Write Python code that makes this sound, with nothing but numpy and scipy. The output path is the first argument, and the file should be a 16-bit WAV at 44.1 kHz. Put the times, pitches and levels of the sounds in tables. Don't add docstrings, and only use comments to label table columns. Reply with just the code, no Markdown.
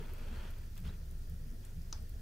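import sys
import numpy as np
from scipy import signal
from scipy.fft import rfft, irfft
from scipy.io import wavfile
from scipy.ndimage import uniform_filter1d

SR = 44100
rng = np.random.default_rng(int(sys.argv[2]) if len(sys.argv) > 2 else 0)


def file_out(sig):
    cols = np.atleast_2d(sig).T
    lim = np.clip(cols, -1, 1)
    pcm = np.round(lim * 32767).astype(np.int16)
    wavfile.write(sys.argv[1], SR, pcm)


N = 97461

# pitch_hz, likeness (-1 opposite .. 1 same)
BACKGROUND_LIKENESS = [(30, 1), (90, 0.87), (140, 0.95), (210, 0.82), (330, 0.83), (500, 0.79),
                       (770, -0.47), (1170, -0.16), (1800, 0.052), (2800, 0.36), (4200, 0.056),
                       (6400, 0.59), (9800, 0.24), (15000, 0.54)]
# pitch_hz, likeness (-1 opposite .. 1 same)
RUSTLE_LIKENESS = [(250, 0.59), (450, 0.8), (740, 0.039), (1150, 0.071), (1400, 0.58), (1600, 0.8),
                   (2000, 0.71), (3300, 0.53), (6000, 0.64)]


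def amp(db):
    return 10 ** (np.asarray(db) / 20)


def evened(x):
    return x / np.sqrt(np.mean(x ** 2) + 1e-20)


def read(points, hz):
    f, value = np.transpose(points)
    return np.interp(np.log(hz + 1), np.log(f + 1), value)


def add(mix, start_s, sound):
    part = mix[..., max(round(start_s * SR), 0):][..., :sound.shape[-1]]
    part += sound[..., :part.shape[-1]]


def drift(rate_hz):
    hz = np.fft.rfftfreq(N, 1 / SR)
    lowpass = np.exp(-(hz / rate_hz) ** 2) * (hz > 0)
    return evened(irfft(rfft(rng.standard_normal(N)) * lowpass, N))


def noise(spectrum, likeness, patchy_db, tilt_db=0, size=1024):
    # pitch_hz, left_minus_right_db
    balance = [(100, 0.5), (380, 1), (680, 1), (1400, 0.7), (2600, 0), (5000, 0), (8100, 0), (15000, 4.5)]
    hop = size // 4
    hz = np.fft.rfftfreq(size, 1 / SR)
    a, b, c, d, patches = rng.standard_normal((N // hop + 6, len(hz), 5)).T
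    patches = uniform_filter1d(patches, size=7, axis=0)
    patches = evened(uniform_filter1d(patches, size=4, axis=1))
    like = np.clip(read(likeness, hz), -1, 1)[:, None]
    left, other = a + 1j * b, c + 1j * d
    right = like * left + np.sqrt(1 - like ** 2) * other
    lean = amp(read(balance, hz) / 2)[:, None]
    z = np.array([left * lean, right / lean])
    colour_db = read(spectrum, hz) + tilt_db * np.log2(hz + 1)
    z *= amp(colour_db[:, None] + patchy_db * patches)
    return evened(signal.istft(z, nperseg=size, noverlap=size - hop)[1][:, :N])


def kitchen(x):
    # pitch_hz, t60_s
    decay_times = [(300, 0.26), (1500, 0.33), (6000, 0.14), (14000, 0.15)]
    first_echo_s = 0.0017
    shape = (2, SR // 2)
    taps = rng.standard_normal(shape) * (rng.random(shape) < .2)
    taps *= np.arange(SR // 2) > first_echo_s * SR
    hz, t, z = signal.stft(taps, SR, nperseg=256)
    decay = amp(-60 * t / read(decay_times, hz)[:, None])
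    tail = signal.istft(z * decay, SR, nperseg=256)[1]
    tail = tail / np.linalg.norm(tail, axis=1, keepdims=True)
    return signal.fftconvolve(x[None], tail, axes=1)[:, :N]


def dying(t, t60_s):
    return np.exp(-np.log(1000) * t / t60_s)


def ring(t, hz, t60_s):
    return np.sin(2 * np.pi * hz * t) * dying(t, t60_s)


def hum():
    # pitch_hz, level_db
    hum_tones = [(24.3, -43.5), (72.6, -61), (100, -56), (318.5, -79.5)]
    waver = 0.18
    t, out = np.arange(N) / SR, np.zeros(N)
    for hz, db in hum_tones:
        tone = np.sin(2 * np.pi * (hz * t + rng.random()))
        out += amp(db) * evened((1 + waver * drift(rate_hz=2.17)) * tone)
    return out


def hiss():
    # pitch_hz, relative_level_db_per_hz
    hiss_colour = [(300, -18), (1000, -11.5), (1350, 8.5), (1550, 4.5), (1800, 8.5), (2100, 1.5), (3900, 1),
                   (4600, 3.5), (6200, 1.7), (7200, -1.7), (9000, -1.5), (9700, 0.3), (11000, -3),
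                   (13500, -0.2), (15300, 0.13)]
    return amp(-64.5) * noise(hiss_colour, BACKGROUND_LIKENESS, patchy_db=1.4)


def rustles():
    # peak_s, rise_s and fall_s (Gaussian sigmas), level_db, tilt_db_per_octave
    swells = [(.01, 0.089, 0.12, -57, -1.5), (.21, 0.057, 0.06, -59.5, 0), (.36, 0.079, 0.056, -56.3, -0.3),
              (0.436, 0.053, 0.075, -56.5, -1), (.58, 0.14, 0.069, -67, 1),
              (0.769, 0.0053, 0.021, -60, 3.5), (0.87, 0.022, 0.019, -58, 2), (.92, 0.041, .03, -65, 1),
              (1.648, 0.011, 0.046, -66.5, 0)]
    # pitch_hz, relative_level_db_per_hz
    rustle_colour = [(120, -25), (260, 1.5), (420, 4.5), (520, 1.5), (600, 5.5), (740, -3.5), (820, 1),
                     (895, 5.5), (1010, 0.5), (1120, -0.5), (1400, 3), (1950, -2.5), (2300, -3),
                     (2530, 0.1), (2950, -5), (3270, -1.5), (3800, -10.5), (4400, -7), (5000, -14.5),
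                     (8000, -18), (15000, -27)]
    grain_db, patchy_db = 1.6, 1.37
    t, out = np.arange(N) / SR, np.zeros((2, N))
    for peak_s, rise_s, fall_s, db, tilt_db in swells:
        shape = np.exp(-((t - peak_s) / np.where(t < peak_s, rise_s, fall_s)) ** 2 / 2)
        grain = amp(db + grain_db * drift(rate_hz=125))
        out += shape * grain * noise(rustle_colour, RUSTLE_LIKENESS, patchy_db, tilt_db)
    return out


def bump():
    # start_s, level_db
    steps = [(0.861, -49), (0.888, -49)]
    # pitch_hz, relative_level_db_per_hz
    bump_colour = [(120, -14), (240, -6), (380, 5), (480, -2), (700, -5), (950, -10), (1400, -13),
                   (2100, -21), (3200, -19), (5000, -20), (7000, -37), (12000, -45)]
    rise_s, t60_s = 0.0032, 0.12
    out = np.zeros((2, N))
    for start_s, db in steps:
        since = np.maximum(np.arange(N) / SR - start_s, 0)
        shape = (1 - np.exp(-since / rise_s)) * dying(since, t60_s)
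        out += amp(db) * shape * noise(bump_colour, RUSTLE_LIKENESS, patchy_db=6.5)
    return out


def tick(db, hz, t60_s):
    snap_level, snap_s = 0.79, 0.0016
    t = np.arange(SR // 20) / SR
    grit = np.diff(rng.standard_normal((2, len(t))), prepend=0) / 2
    snap = grit * np.exp(-t / snap_s)
    return amp(db) * (ring(t, hz, t60_s) + snap_level * snap)


def embers():
    # start_s, level_db, pitch_hz, t60_s
    clear_ticks = [(0.1358, -42, 13400, 0.0016), (.1849, -49.5, 13000, 0.0022),
                   (0.5053, -48.5, 12300, 0.0014), (.5082, -50.5, 9500, .0014), (.5114, -51, 14800, .0014),
                   (.5131, -54, 13000, .0014), (.5848, -54, 15000, .006), (0.5852, -59, 10900, .014),
                   (.754, -50, 15000, .003), (.778, -41, 12000, 0.00064), (0.803, -48, 14500, .002),
                   (1.1118, -50, 10500, 0.0024), (1.2984, -45.5, 13700, .002), (1.3405, -57, 10450, .007),
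                   (1.6499, -51.5, 9350, 0.01), (1.6508, -45, 7800, 0.0034), (1.6533, -49, 8300, 0.0018),
                   (1.657, -64, 8800, .05), (1.819, -51, 5200, 0.0029), (2.0947, -47, 13400, .002)]
    faint_per_s, faint_db, faint_spread_db, faint_hz, faint_t60_s = 34, -61.5, 2.5, 8440, 0.0034
    room_db = -6
    out = np.zeros((2, N))
    for start_s, db, hz, t60_s in clear_ticks:
        add(out, start_s, tick(db, hz, t60_s))
    draws = rng.random((150, 3))
    for when, size, pitch in draws:
        db = faint_db - faint_spread_db * np.log(size + .06)
        hz = faint_hz * 2 ** (1.6 * (pitch - .5))
        add(out, when * len(draws) / faint_per_s, tick(db, hz, faint_t60_s))
    return out + amp(room_db) * kitchen(out.mean(0))


def pop():
    # start_s, level_db
    breaks = [(1.9265, -21), (1.92723, -24), (1.9284, -31), (1.9297, -32)]
    # pitch_hz, relative_level_db, t60_s
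    log_modes = [(437, -23, 0.015), (905, -25, 0.021), (1260, -23, 0.013), (1800, -29, 0.0035),
                 (3700, -16.5, 0.0064), (4280, -24, 0.0057), (5120, -6, 0.0064), (5920, 0.5, 0.0038),
                 (7420, -23, .006), (12700, -24, 0.0032)]
    # pitch_hz, relative_level_db_per_hz
    boom_colour = [(150, -5), (420, -2), (780, -4), (1300, -9), (1800, -25), (2800, -28), (4000, -5),
                   (6000, -14), (7200, -13), (10000, -21), (15000, -45)]
    # pitch_hz, relative_level_db_per_hz
    wash_colour = [(250, -14), (500, 7), (720, -5), (890, 5), (1060, -1), (1350, 4.5), (2100, -6.5),
                   (3000, -3), (3450, -3), (3900, -6), (4400, 0.5), (5000, 3.5), (5400, 0), (6100, 1),
                   (6900, -15), (10000, -17), (15000, -30)]
    # pitch_hz, likeness (-1 opposite .. 1 same)
    echo_likeness = [(300, 0.32), (800, -0.12), (1500, 0.25), (3000, 0.067), (6000, 0.23)]
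    rise_s, echo_rise_s = 0.00038, 0.00096
    pan_db = 1.2
    boom_db, boom_t60_s, wash_db, wash_t60_s = -41.5, 0.029, -51.5, 0.27

    t, out = np.arange(SR // 5) / SR, np.zeros(N)
    modes = sum(amp(db) * ring(t, hz, t60_s) for hz, db, t60_s in log_modes)
    log = (1 - np.exp(-(t / rise_s) ** 2)) * modes
    for start_s, db in breaks:
        add(out, start_s, amp(db) * log)

    since = np.maximum(np.arange(N) / SR - breaks[0][0], 0)
    boom = amp(boom_db) * dying(since, boom_t60_s) * noise(boom_colour, echo_likeness, patchy_db=3.0)
    wash = amp(wash_db) * dying(since, wash_t60_s) * noise(wash_colour, echo_likeness, patchy_db=3.0)
    echoes = (1 - np.exp(-since / echo_rise_s)) * (boom + wash)
    return out * amp([[pan_db], [-pan_db]]) + echoes


def flames():
    # pitch_hz, relative_level_db_per_hz
    draught_colour = [(4, -25), (13, 0), (24, -1), (33, -7.5), (50, 0), (68, 1.5), (85, -13), (125, -12),
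                      (152, -7.5), (182, -19), (215, -13), (280, -26), (410, -23.5), (520, -30), (680, -30),
                      (1000, -37), (2500, -54)]
    # middle_s, length_s (between the 1/e points), pitch_hz, level_db
    puffs = [(.01, 0.038, 175, -49.5), (0.014, 0.022, 438, -52.5), (0.053, 0.022, 240, -58),
             (0.1, 0.081, 70, -49), (0.132, 0.027, 400, -55), (0.264, 0.037, 555.5, -61.5),
             (0.215, 0.053, 245, -56), (0.319, 0.053, 218, -51), (0.335, 0.032, 69.85, -41.5),
             (0.398, 0.062, 69.76, -41.5), (0.442, 0.07, 208.5, -58), (0.498, 0.048, 68, -44.5),
             (0.563, 0.03, 150, -58), (0.598, 0.031, 64, -45), (0.727, .04, 70, -46),
             (0.847, 0.12, 156.8, -49), (0.861, 0.061, 228, -55.5), (0.871, 0.086, 72, -41.5),
             (0.892, 0.051, 190, -53.5), (0.943, 0.038, 155, -52), (1.081, .04, 70, -52),
             (1.134, 0.093, 160, -59), (1.214, 0.057, 72, -45.5), (1.319, 0.062, 157.2, -49),
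             (1.332, 0.089, 73.1, -44.5), (1.534, 0.035, 209.6, -53.5), (1.782, 0.061, 158.6, -47.5),
             (1.783, 0.046, 72.8, -42), (1.887, 0.04, 62, -48.5), (1.962, 0.032, 68, -40.5),
             (2.12, 0.027, 55.1, -41), (2.175, 0.033, 55.4, -39.5)]
    draught_db, patchy_db, swell_db = -49.5, 2, 0.88
    wander, wander_hz = 0.1021, 45.1
    t = np.arange(N) / SR
    swell = amp(draught_db + swell_db * drift(rate_hz=10.4))
    out = swell * noise(draught_colour, BACKGROUND_LIKENESS, patchy_db, size=4096)
    for middle_s, length_s, hz, db in puffs:
        turns = np.cumsum(hz * (1 + wander * drift(wander_hz))) / SR + rng.random()
        shape = np.exp(-(2 * (t - middle_s) / length_s) ** 2)
        out = out + amp(db) * shape * evened(np.sin(2 * np.pi * turns))
    return out


def scene():
    return hum() + hiss() + rustles() + bump() + embers() + pop() + flames()


def record(dry):
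    edge_hz = 15700
    lowpass = signal.firwin(511, edge_hz, window=("kaiser", 9), fs=SR)
    return signal.oaconvolve(dry, lowpass[None], "same")


dry = scene()
out = record(dry)
file_out(out)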